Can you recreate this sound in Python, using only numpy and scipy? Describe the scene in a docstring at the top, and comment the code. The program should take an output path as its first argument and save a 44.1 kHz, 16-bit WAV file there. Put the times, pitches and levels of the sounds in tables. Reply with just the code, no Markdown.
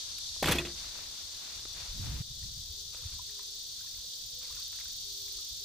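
"""Van door slam, then a lake shore

A van's sliding door slams under a dense cicada chorus; cloth rustles and wind buffets the microphone.
Then the place changes to a lake shore: far wading splashes and drips, doves cooing, katydids rasping.
Door, drips and grains are ringing modes or decaying sines; coos and gusts are shaped sines;
insects, air, wind rumble, cloth and water are coloured stereo noise with moving levels.
"""
import sys
import numpy as np
from scipy import signal
from scipy.fft import rfft, irfft, next_fast_len
from scipy.io import wavfile

SR = 44100
rng = np.random.default_rng(int(sys.argv[2]) if len(sys.argv) > 2 else 0)


def digitize_waveform(pressure):
    """Quantize a signal to 16-bit integers and store it at the path in sys.argv[1].

    Rows of a 2-D input are taken as channels; values are limited to [-1, 1].
    """
    field = np.atleast_2d(pressure).T
    bounded = np.clip(field, -1, 1)
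    quanta = np.round(bounded * 32767).astype(np.int16)
    wavfile.write(sys.argv[1], SR, quanta)


N = 248724


def from_db(db):
    """Decibels to gain."""
    return 10 ** (np.asarray(db) / 20)


def rms_one(x):
    """Scaled to rms 1."""
    return x / np.sqrt(np.mean(x ** 2) + 1e-20)


def seconds():
    """Time of every sample [s]."""
    return np.arange(N) / SR


def in_time(rows):
    """Each column of a curve, interpolated at every sample."""
    time_s, *columns = np.transpose(rows)
    return [np.interp(seconds(), time_s, column) for column in columns]


def at_hz(points, hz):
    """A curve read on a log-frequency axis."""
    point_hz, value = np.transpose(points)
    return np.interp(np.log(hz), np.log(point_hz), value)


def drift(corner_hz):
    """Slow chance of spread 1: noise twice through a one-pole low-pass."""
    step = 40  # samples between drawn values
    pole = np.exp(-2 * np.pi * corner_hz * step / SR)
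    noise = rng.standard_normal(N // step + 2002)
    slow = signal.lfilter([1], [1, -2 * pole, pole * pole], noise)[2000:]
    return np.interp(np.arange(N) / step, np.arange(len(slow)), rms_one(slow))


def ring(clicks, hz, t60_s):
    """Two-pole resonator: a unit click starts a decaying sine of height 1."""
    r, w = from_db(-60 / (t60_s * SR)), 2 * np.pi * hz / SR
    return signal.lfilter([0, np.sin(w)], [1, -2 * r * np.cos(w), r * r], clicks + 1e-18)


def coloured(spectrum, likeness):
    """Stereo noise of rms 1 with a given spectrum and left-right likeness per frequency."""
    size = next_fast_len(N)
    hz = np.maximum(np.fft.rfftfreq(size, 1 / SR), 1)
    mid, side = rfft(rng.standard_normal((2, size))) * from_db(at_hz(spectrum, hz))
    alike = np.clip(at_hz(likeness, hz), -1, 1)
    left_right = np.sqrt(1 + alike) * mid + np.sqrt(1 - alike) * side * [[1], [-1]]
    return rms_one(irfft(left_right, size)[:, :N])


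def panned(x, pan_db):
    """Left-right level split."""
    return x * from_db(np.multiply.outer([.5, -.5], pan_db * np.ones(N)))


def tone(rows):
    """Near sine along (time, pitch, level) rows, with soft ends and a slight waver."""
    t, (hz, db) = seconds(), in_time(rows)
    start_s, end_s = rows[0][0], rows[-1][0] + .02
    ends = np.clip(np.minimum(t - start_s, end_s - t) / 0.031, 0, 1)
    level = np.sqrt(2) * from_db(db + 2.2 * drift(26))
    phase = 2 * np.pi * np.cumsum(hz * (1 + 0.00717 * drift(17.2))) / SR
    return ends * level * np.sin(phase)


def grainy(colour, grains_per_s, cycles, grain_db, likeness):
    """Soft noise with a sprinkle of grains, each ringing for some cycles in one of 12 pitches."""
    sizes = from_db(5.3 * np.minimum(rng.exponential(1, N), 4)) * (rng.random(N) < grains_per_s / SR)
    dealt = rng.integers(0, 12, N)
    grains = sum(ring(sizes * (dealt == k), hz, cycles / hz)
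                 for k, hz in enumerate(np.geomspace(1000, 2800, 12)))
    soft = coloured(colour, [(150, likeness), (3000, likeness - .1)]) * from_db(0.5 * drift(25))
    return soft + from_db(grain_db) * rms_one(grains)


def swells(rows, floor_db, attack_s, t60_s):
    """Gain over time: each movement rises, holds and dies away; powers add over a floor."""
    t, power = seconds(), from_db(2 * floor_db)
    for full_s, hold_s, db in rows:
        rise = np.clip((t - full_s) / attack_s + 1, 0, 1) ** 2
        decay_db = 60 * np.maximum(t - full_s - hold_s, 0) / t60_s
        power = power + (rise * from_db(db - decay_db)) ** 2
    return np.sqrt(power)


AIR_DB = -58
# far air and leaves: (frequency [Hz], density [dB per Hz])
AIR_COLOUR = [(59, -28), (100, -3), (242, -8), (514, -8), (713, -12.5), (2040, -13.5), (2460, -34),
              (3000, -12.5), (3900, 7), (6600, -120)]


def air():
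    """Far air and leaves: steady noise, alike in both ears only at the bottom."""
    return from_db(AIR_DB) * coloured(AIR_COLOUR, [(100, 0.82), (500, 0.03), (3000, 0.066)])


# cicada chorus: (time [s], level [dB], left-right [dB])
CHORUS_LEVEL = [(0.0, -40.5, 2.5), (0.42, -40, 2.5), (0.6, -43.5, 3.5), (0.8, -41.5, 2.5), (1.08, -43, 3),
                (2.01, -42.5, 3), (2.21, -44, 3.0), (2.95, -42.5, 2.5), (4.08, -42.5, 0.7),
                (4.7, -40.5, 0.6), (5.64, -41, 0.5)]
# chorus spectrum: (frequency [Hz], density [dB per Hz])
CHORUS_COLOUR = [(1300, -59), (2300, -26), (2800, -19), (3150, -10.5), (3550, -0.5), (4050, -2.5),
                 (4480, 1), (5200, -4), (5850, -1.5), (6800, -7), (8300, -14), (10500, -19.5),
                 (13400, -23.5), (15800, -26.5)]
# chorus stereo: (frequency [Hz], left-right likeness [-1..1])
CHORUS_LIKENESS = [(2500, 0.12), (3600, 0.28), (4500, 0.26), (5500, 0.017), (9000, 0.029), (15000, 0.13)]


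def cicadas(throb_hz, throb_db, patchy_db):
    """Many far singers merge to a hiss that throbs faintly at a wandering rate."""
    level_db, pan_db = in_time(CHORUS_LEVEL)
    phase = 2 * np.pi * np.cumsum(throb_hz * (1 + 0.0596 * drift(0.93))) / SR
    gain = from_db(level_db + throb_db * np.sin(phase) + patchy_db * drift(12.0))
    return panned(coloured(CHORUS_COLOUR, CHORUS_LIKENESS), pan_db) * gain


# how loud the katydids carry: (time [s], level [dB])
KATYDID_LEVEL = [(0, -87), (1.0, -63), (2.3, -62), (5.64, -53.5)]
# singers: (stroke rate [1/s], first stroke [s], strokes stop [s], relative level [dB], left-right [dB]); the
# steady wing hiss goes on
KATYDID_SINGERS = [(24.05, .023, 5.3, 0, 12), (24.75, .0345, 6, -1, -12), (22.55, .004, 6, -6, -12)]


def katydids(width_cycles, steady):
    """Wing strokes are noise bursts in the wing's high resonance; singers drift in and out of step."""
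    out, t = 0, seconds()
    wing_colour = [(9000, -28), (12500, -9), (14000, -5.5), (15300, 6.0), (17000, -0.5)]
    for strokes_per_s, first_s, strokes_end_s, db, pan_db in KATYDID_SINGERS:
        cycle = ((t - first_s) * strokes_per_s + .5) % 1 - .5
        bumps = np.exp(-.5 * (cycle / width_cycles) ** 2)
        strokes = rms_one(bumps * from_db(1.7 * drift(16))) * (t < strokes_end_s)
        wing = coloured(wing_colour, [(1000, 0.81), (20000, 0.69)])
        out = out + panned(wing * (steady + strokes), pan_db) * from_db(db)
    return out * from_db(in_time(KATYDID_LEVEL)[0])


COO_SAG_HZ_PER_S, COO_FADE_DB_PER_S = 43.7, 11
ARCH_TOP, ARCH_DROP, ARCH_FADE_DB = 0.36, .11, 6  # share of length at top pitch; pitch share lost by the end
# near dove: (start [s], length [s], starting pitch [Hz], starting level [dB])
NEAR_COOS = [(2.69, 0.28, 412, -71.5), (3.25, 0.32, 413, -69), (3.63, .07, 401, -75), (5.03, .38, 403, -66),
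             (5.592, .2, 400, -65.5)]
# farther dove: (start [s], length [s], top pitch [Hz], level [dB])
FARTHER_COOS = [(2.956, 0.099, 511, -70), (4.02, .24, 520, -72), (4.3, .34, 506, -71)]


def doves():
    """Near coos sag and fade; far ones arch up and down, broken by the moving air."""
    near = sum(tone([(s, hz, db),
                     (s + length_s, hz - COO_SAG_HZ_PER_S * length_s, db - COO_FADE_DB_PER_S * length_s)])
               for s, length_s, hz, db in NEAR_COOS)
    far = sum(tone([(s, hz * (1 - ARCH_DROP / 2), db),
                    (s + ARCH_TOP * length_s, hz, db),
                    (s + length_s, hz * (1 - ARCH_DROP), db - ARCH_FADE_DB)])
              for s, length_s, hz, db in FARTHER_COOS)
    return near + far * from_db(2.1 * drift(36))


LULL_DB, LULL_CORNER_HZ = 3, 4.8  # the wind comes and goes
# wind rumble: (time [s], level [dB])
WIND_LEVEL = [(0.0, -58.5), (0.41, -56.5), (0.9, -55), (1.16, -64.5), (1.55, -61.5), (1.81, -57.5),
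              (1.97, -41), (2.215, -36), (2.23, -63), (2.29, -50), (2.58, -48.5), (2.8, -53), (2.95, -57.5),
              (3.06, -45.5), (3.38, -65.5), (4.4, -60), (5.3, -59.5), (5.64, -60)]
# single buffets: (time [s], sine height before its envelope [dB], frequency [Hz])
BUFFETS = [(1.897, -36.5, 39), (1.993, -34, 46.5), (2.093, -33.5, 78), (2.128, -34, 139),
           (2.204, -31.5, 106), (2.31, -45, 110), (2.45, -46, 110), (2.57, -45, 120), (2.701, -38.5, 61.9),
           (3.057, -33.5, 92)]


def wind(calm_db, rough_db):
    """Lumpy rumble that reaches higher as it grows, with single buffets as short low swings."""
    level_db = in_time(WIND_LEVEL)[0] + LULL_DB * drift(LULL_CORNER_HZ)
    dull = coloured([(15, -11.5), (40, -0.5), (80, -2.5), (160, -17.5), (400, -60.0)],
                    [(20, 1.0), (400, 0.89)])
    sharp = coloured([(15, -31), (60, -2), (150, -11), (300, -30.0), (600, -45.5)],
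                     [(20, 0.81), (600, 0.68)])
    sharp_share = np.clip((level_db - calm_db) / (rough_db - calm_db), 0, 1)
    rumble = (1 - sharp_share) * dull + sharp_share * sharp
    out = from_db(level_db + 0.83 * drift(9.8)) * rumble
    for s, db, hz in BUFFETS:
        cycles = (seconds() - s) * hz
        out = out + from_db(db) * np.sin(2 * np.pi * cycles) * np.exp(-.5 * ((cycles - 0.46) / 0.53) ** 2)
    return out


PLACE_CHANGES_S = 2.222
CLOTH_FLOOR_DB, CLOTH_ATTACK_S, CLOTH_T60_S = -64, 0.075, 0.66
WATER_FLOOR_DB, WATER_ATTACK_S, WATER_T60_S = -86.5, .03, 0.37
# cloth and grass by the van: (fully risen [s], hold [s], level [dB])
CLOTH_MOVES = [(0.0, 0.14, -61.5), (0.78, 0.086, -54.5), (.95, 0.075, -53.5), (1.14, 0.071, -60),
               (1.34, 0.033, -60), (1.43, 0.13, -55.5), (1.77, 0.083, -53), (2.04, 0.13, -54)]
# cloth spectrum: (frequency [Hz], density [dB per Hz])
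CLOTH_COLOUR = [(88, -36), (150, -5.5), (404, -6.5), (667, -5), (1060, -5), (2090, -5), (3000, -1),
                (3900, -19), (6600, -120)]
# wading strides at the shore: (fully risen [s], hold [s], level [dB])
STRIDES = [(2.42, 0.012, -70), (2.49, 0.01, -79.5), (2.93, 0.21, -65), (3.28, 0.034, -69),
           (3.39, 0.017, -68.5), (3.78, 0.2, -72.5), (4.42, 0.19, -64), (4.74, .15, -68),
           (5.27, 0.15, -73.5)]
# water spectrum: (frequency [Hz], density [dB per Hz])
WATER_COLOUR = [(290, -36), (500, -3), (621, -18), (1140, -6), (2300, -4), (2800, 2.5), (3640, -41),
                (6160, -120)]


def rustle_then_wading():
    """Grainy noise swells: cloth and grass by the van, then wading water at the shore."""
    cloth = grainy(CLOTH_COLOUR, grains_per_s=1300, cycles=6.2, grain_db=-10, likeness=0.18)
    water = grainy(WATER_COLOUR, grains_per_s=900, cycles=18.0, grain_db=-2.5, likeness=.8)
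    by_van = cloth * swells(CLOTH_MOVES, CLOTH_FLOOR_DB, CLOTH_ATTACK_S, CLOTH_T60_S)
    at_shore = water * swells(STRIDES, WATER_FLOOR_DB, WATER_ATTACK_S, WATER_T60_S)
    return np.where(seconds() < PLACE_CHANGES_S, by_van, at_shore)


DRIP_T60_CYCLES = 50
# drops: (time [s], height before decay [dB], starting pitch [Hz])
DROPS = [(2.427, -52, 1880), (2.945, -52, 906), (3.193, -43.5, 980), (3.294, -55, 1830),
         (3.392, -50.5, 1000), (3.809, -52, 1510), (3.843, -57.5, 1030), (3.872, -53.5, 1760),
         (3.946, -55, 2060), (4.445, -51, 2220), (4.51, -51, 1140), (4.57, -52, 1400), (4.586, -54, 1130),
         (4.744, -57, 1410), (4.807, -47, 2040), (4.855, -51, 1510), (5.388, -55.5, 1230)]


def drips(rise_per_s):
    """Each drop's bubble rings briefly and rises in pitch."""
    out, t = np.zeros(N + SR), np.arange(SR // 4) / SR
    for s, db, hz in DROPS:
        i = round(s * SR)
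        envelope = from_db(db - 60 * t * hz / DRIP_T60_CYCLES) * np.minimum(t / 0.00096, 1)
        out[i:i + len(t)] += envelope * np.sin(2 * np.pi * hz * t * (1 + rise_per_s * t))
    return panned(out[:N], -5.5)


# twigs, stones and slaps: (time [s], peak [dB], low edge [Hz], high edge [Hz])
TICK_BANDS = [(.185, -32, 2200, 15000), (0.364, -49.5, 396, 985), (.844, -42.5, 1086, 1800),
              (.99, -44, 400, 1980), (1.653, -40, 198, 1760), (2.07, -41, 400, 2500),
              (2.946, -43, 350, 2000), (3.073, -52, 900, 3000), (3.393, -49, 930, 2000),
              (4.455, -48, 2000, 3500), (4.729, -41, 1010, 4500), (4.788, -38, 1510, 5000),
              (4.8, -42, 1210, 3300), (4.812, -45, 1100, 3200), (5.28, -46, 2030, 3500)]


def ticks(t60_s):
    """Broad ticks: a few milliseconds of decaying noise between two band edges."""
    out, t = np.zeros(N), np.arange(1000) / SR
    noises = rng.standard_normal((len(TICK_BANDS), 1000))
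    for (s, db, low_hz, high_hz), noise in zip(TICK_BANDS, noises):
        band = signal.butter(2, [low_hz, high_hz], "band", fs=SR, output="sos")
        burst = signal.sosfilt(band, noise * from_db(-60 * t / t60_s))
        out[round(s * SR):][:1000] += from_db(db) * burst / np.abs(burst).max()
    return out


def chatter(hz):
    """A contact is a few milliseconds of tiny touches, as strong at the given pitch as one unit click."""
    t = np.arange(200) / SR
    touches = (1 + 0.55 * rng.standard_normal(200)) * np.exp(-t / 0.0015) * np.cos(2 * np.pi * hz * t)
    return touches / np.abs(np.sum(touches * np.exp(-2j * np.pi * hz * t)))


HUM_S, HUM_HZ, HUM_DB, HUM_HOLD_S, HUM_LENGTH_S = .53, 352, -40, .16, 0.23
HUM_SAG_HZ, HUM_HELD_LOSS_DB, HUM_END_LOSS_DB = 4.2, 8, 29


def door_hum():
    """The door skin hums on after the latch closes, sagging in pitch."""
    return tone([(HUM_S, HUM_HZ, HUM_DB),
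                 (HUM_S + HUM_HOLD_S, HUM_HZ - HUM_SAG_HZ, HUM_DB - HUM_HELD_LOSS_DB),
                 (HUM_S + HUM_LENGTH_S, HUM_HZ - 2 * HUM_SAG_HZ, HUM_DB - HUM_END_LOSS_DB)])


RATTLE_T60_S, RATTLE_LONGER_PER_S = 0.07, 0.77  # rattles last longer as the door settles
KNOCK_T60_CYCLES, CRACK_T60_S = 10.3, 0.036
# contacts: (time [s], knock pitch [Hz], knock [dB], panel thud [dB], latch ring [dB], crack [dB], rattle [dB])
DOOR_CONTACTS = [(0.426, 457, -16.5, -53, -42.5, -29.5, -26), (0.43, 760, -14.5, -44, -53.5, -44.5, -38),
                 (0.443, 1790, -13, -38, -57, -39, -30.5), (0.457, 175, -26.5, -40, -30.5, -30.5, -28),
                 (0.472, 227, -29, -49, -53, -34, -26), (0.484, 1350, -11.5, -43, -55.5, -26.5, -30.5),
                 (0.491, 181, -24, -36, -36, -48.5, -31), (0.511, 152, -28, -52, -49, -27, -27.5),
                 (0.52, 290, -30.5, -54, -26.5, -17.5, -31), (0.554, 346, -25.5, -42, -49.5, -33.5, -35.5),
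                 (0.584, 280, -27, -46.5, -27.5, -38, -35), (0.65, 335, -35.5, -54, -42, -57, -42)]
# door skin and cabin modes: (frequency [Hz], level [dB], t60 [s])
PANEL_MODES = [(68.3, -1, 0.6), (117, -19, .3), (150, 5, 0.22), (173.3, -6.5, 0.46), (221.8, -6, 0.57),
               (281, -7, 0.33), (484, -7.5, 0.26), (577, -10, 0.33), (666, -8.5, 0.39), (820, -7, 0.27),
               (979, 0.5, 0.12)]
# latch and rail modes: (frequency [Hz], level [dB], t60 [s])
LATCH_MODES = [(1196, -20, .1), (1390, -22, 0.13), (1880, -10, 0.072), (1953, -11.5, 0.14),
               (2543, 3, 0.049), (2770, -8.5, 0.071), (3420, 7.5, 0.032), (3870, -16, .04),
               (4400, -11, 0.099), (5330, -20, 0.034), (7150, -8, 0.034), (8400, -12, 0.045)]
# loose-part spectrum: (frequency [Hz], density [dB per Hz])
RATTLE_COLOUR = [(24, -39), (40, 3), (230, -3), (275, 3), (785, -8.5), (1430, -7.5), (1580, -6.5),
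                 (3520, -7), (5670, -15.5), (13900, -25), (15800, -28)]


def door():
    """Each contact knocks, cracks, strikes panel and latch modes and shakes loose parts into a rattle."""
    s, knock_hz, knock_db, thud_db, latch_db, crack_db, rattle_db = np.transpose(DOOR_CONTACTS)
    rattle_t60_s = RATTLE_T60_S + RATTLE_LONGER_PER_S * (s - s[0])
    at, body, heard = np.round(s * SR).astype(int), np.zeros(N), 2 * SR
    for modes, strike_db in ((PANEL_MODES, thud_db), (LATCH_MODES, latch_db)):
        for hz, mode_db, mode_t60_s in modes:
            clicks = np.zeros(heard)
            strengths = from_db(strike_db + mode_db + rng.normal(0, 1.5, len(at)))
            clicks[at] = strengths * rng.choice([-1, 1], len(at))
            body[:heard] += ring(np.convolve(clicks, chatter(hz))[:heard], hz, mode_t60_s)
    shake, snap, t = np.zeros(N), np.zeros(N), np.arange(SR) / SR
    for k, i in enumerate(at):
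        knock = from_db(knock_db[k] - 60 * t * knock_hz[k] / KNOCK_T60_CYCLES)
        body[i:i + SR] += knock * np.sin(2 * np.pi * knock_hz[k] * t)
        shake[i:i + SR] += from_db(rattle_db[k] - 60 * t / rattle_t60_s[k]) * np.minimum(t / 0.0012, 1)
        snap[i:i + SR] += from_db(crack_db[k] - 60 * t / CRACK_T60_S)
    grain = from_db(1.4 * drift(190))  # loose parts knock unevenly
    rattle = shake * grain * coloured(RATTLE_COLOUR, [(400, 1.0), (2000, 0.77), (8000, 0.73)])
    high_pass = signal.butter(2, 5500, "high", fs=SR, output="sos")
    bright = signal.sosfilt(high_pass, rng.standard_normal((2, N)))
    crack = snap * (bright + 0.089 * bright[0])
    return body + door_hum() + rattle + crack


def scene():
    """Air, insects, doves, wind, cloth and water, drips, ticks and door together."""
    insects = cicadas(throb_hz=38.2, throb_db=0.6, patchy_db=0.5) + katydids(width_cycles=0.078, steady=.35)
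    background = air() + insects + doves() + wind(calm_db=-57.0, rough_db=-26)
    return background + rustle_then_wading() + drips(rise_per_s=1.46) + ticks(t60_s=0.016) + door()


CEILING, STOPBAND_HZ = 0.13, 15800 * 1.02


def record(dry):
    """Peaks are rounded by tanh, then the top is cut steeply."""
    rounded = CEILING * np.tanh(dry / CEILING)
    return signal.sosfilt(signal.cheby2(16, 80, STOPBAND_HZ, fs=SR, output="sos"), rounded)


dry = scene()
out = record(dry)
digitize_waveform(out)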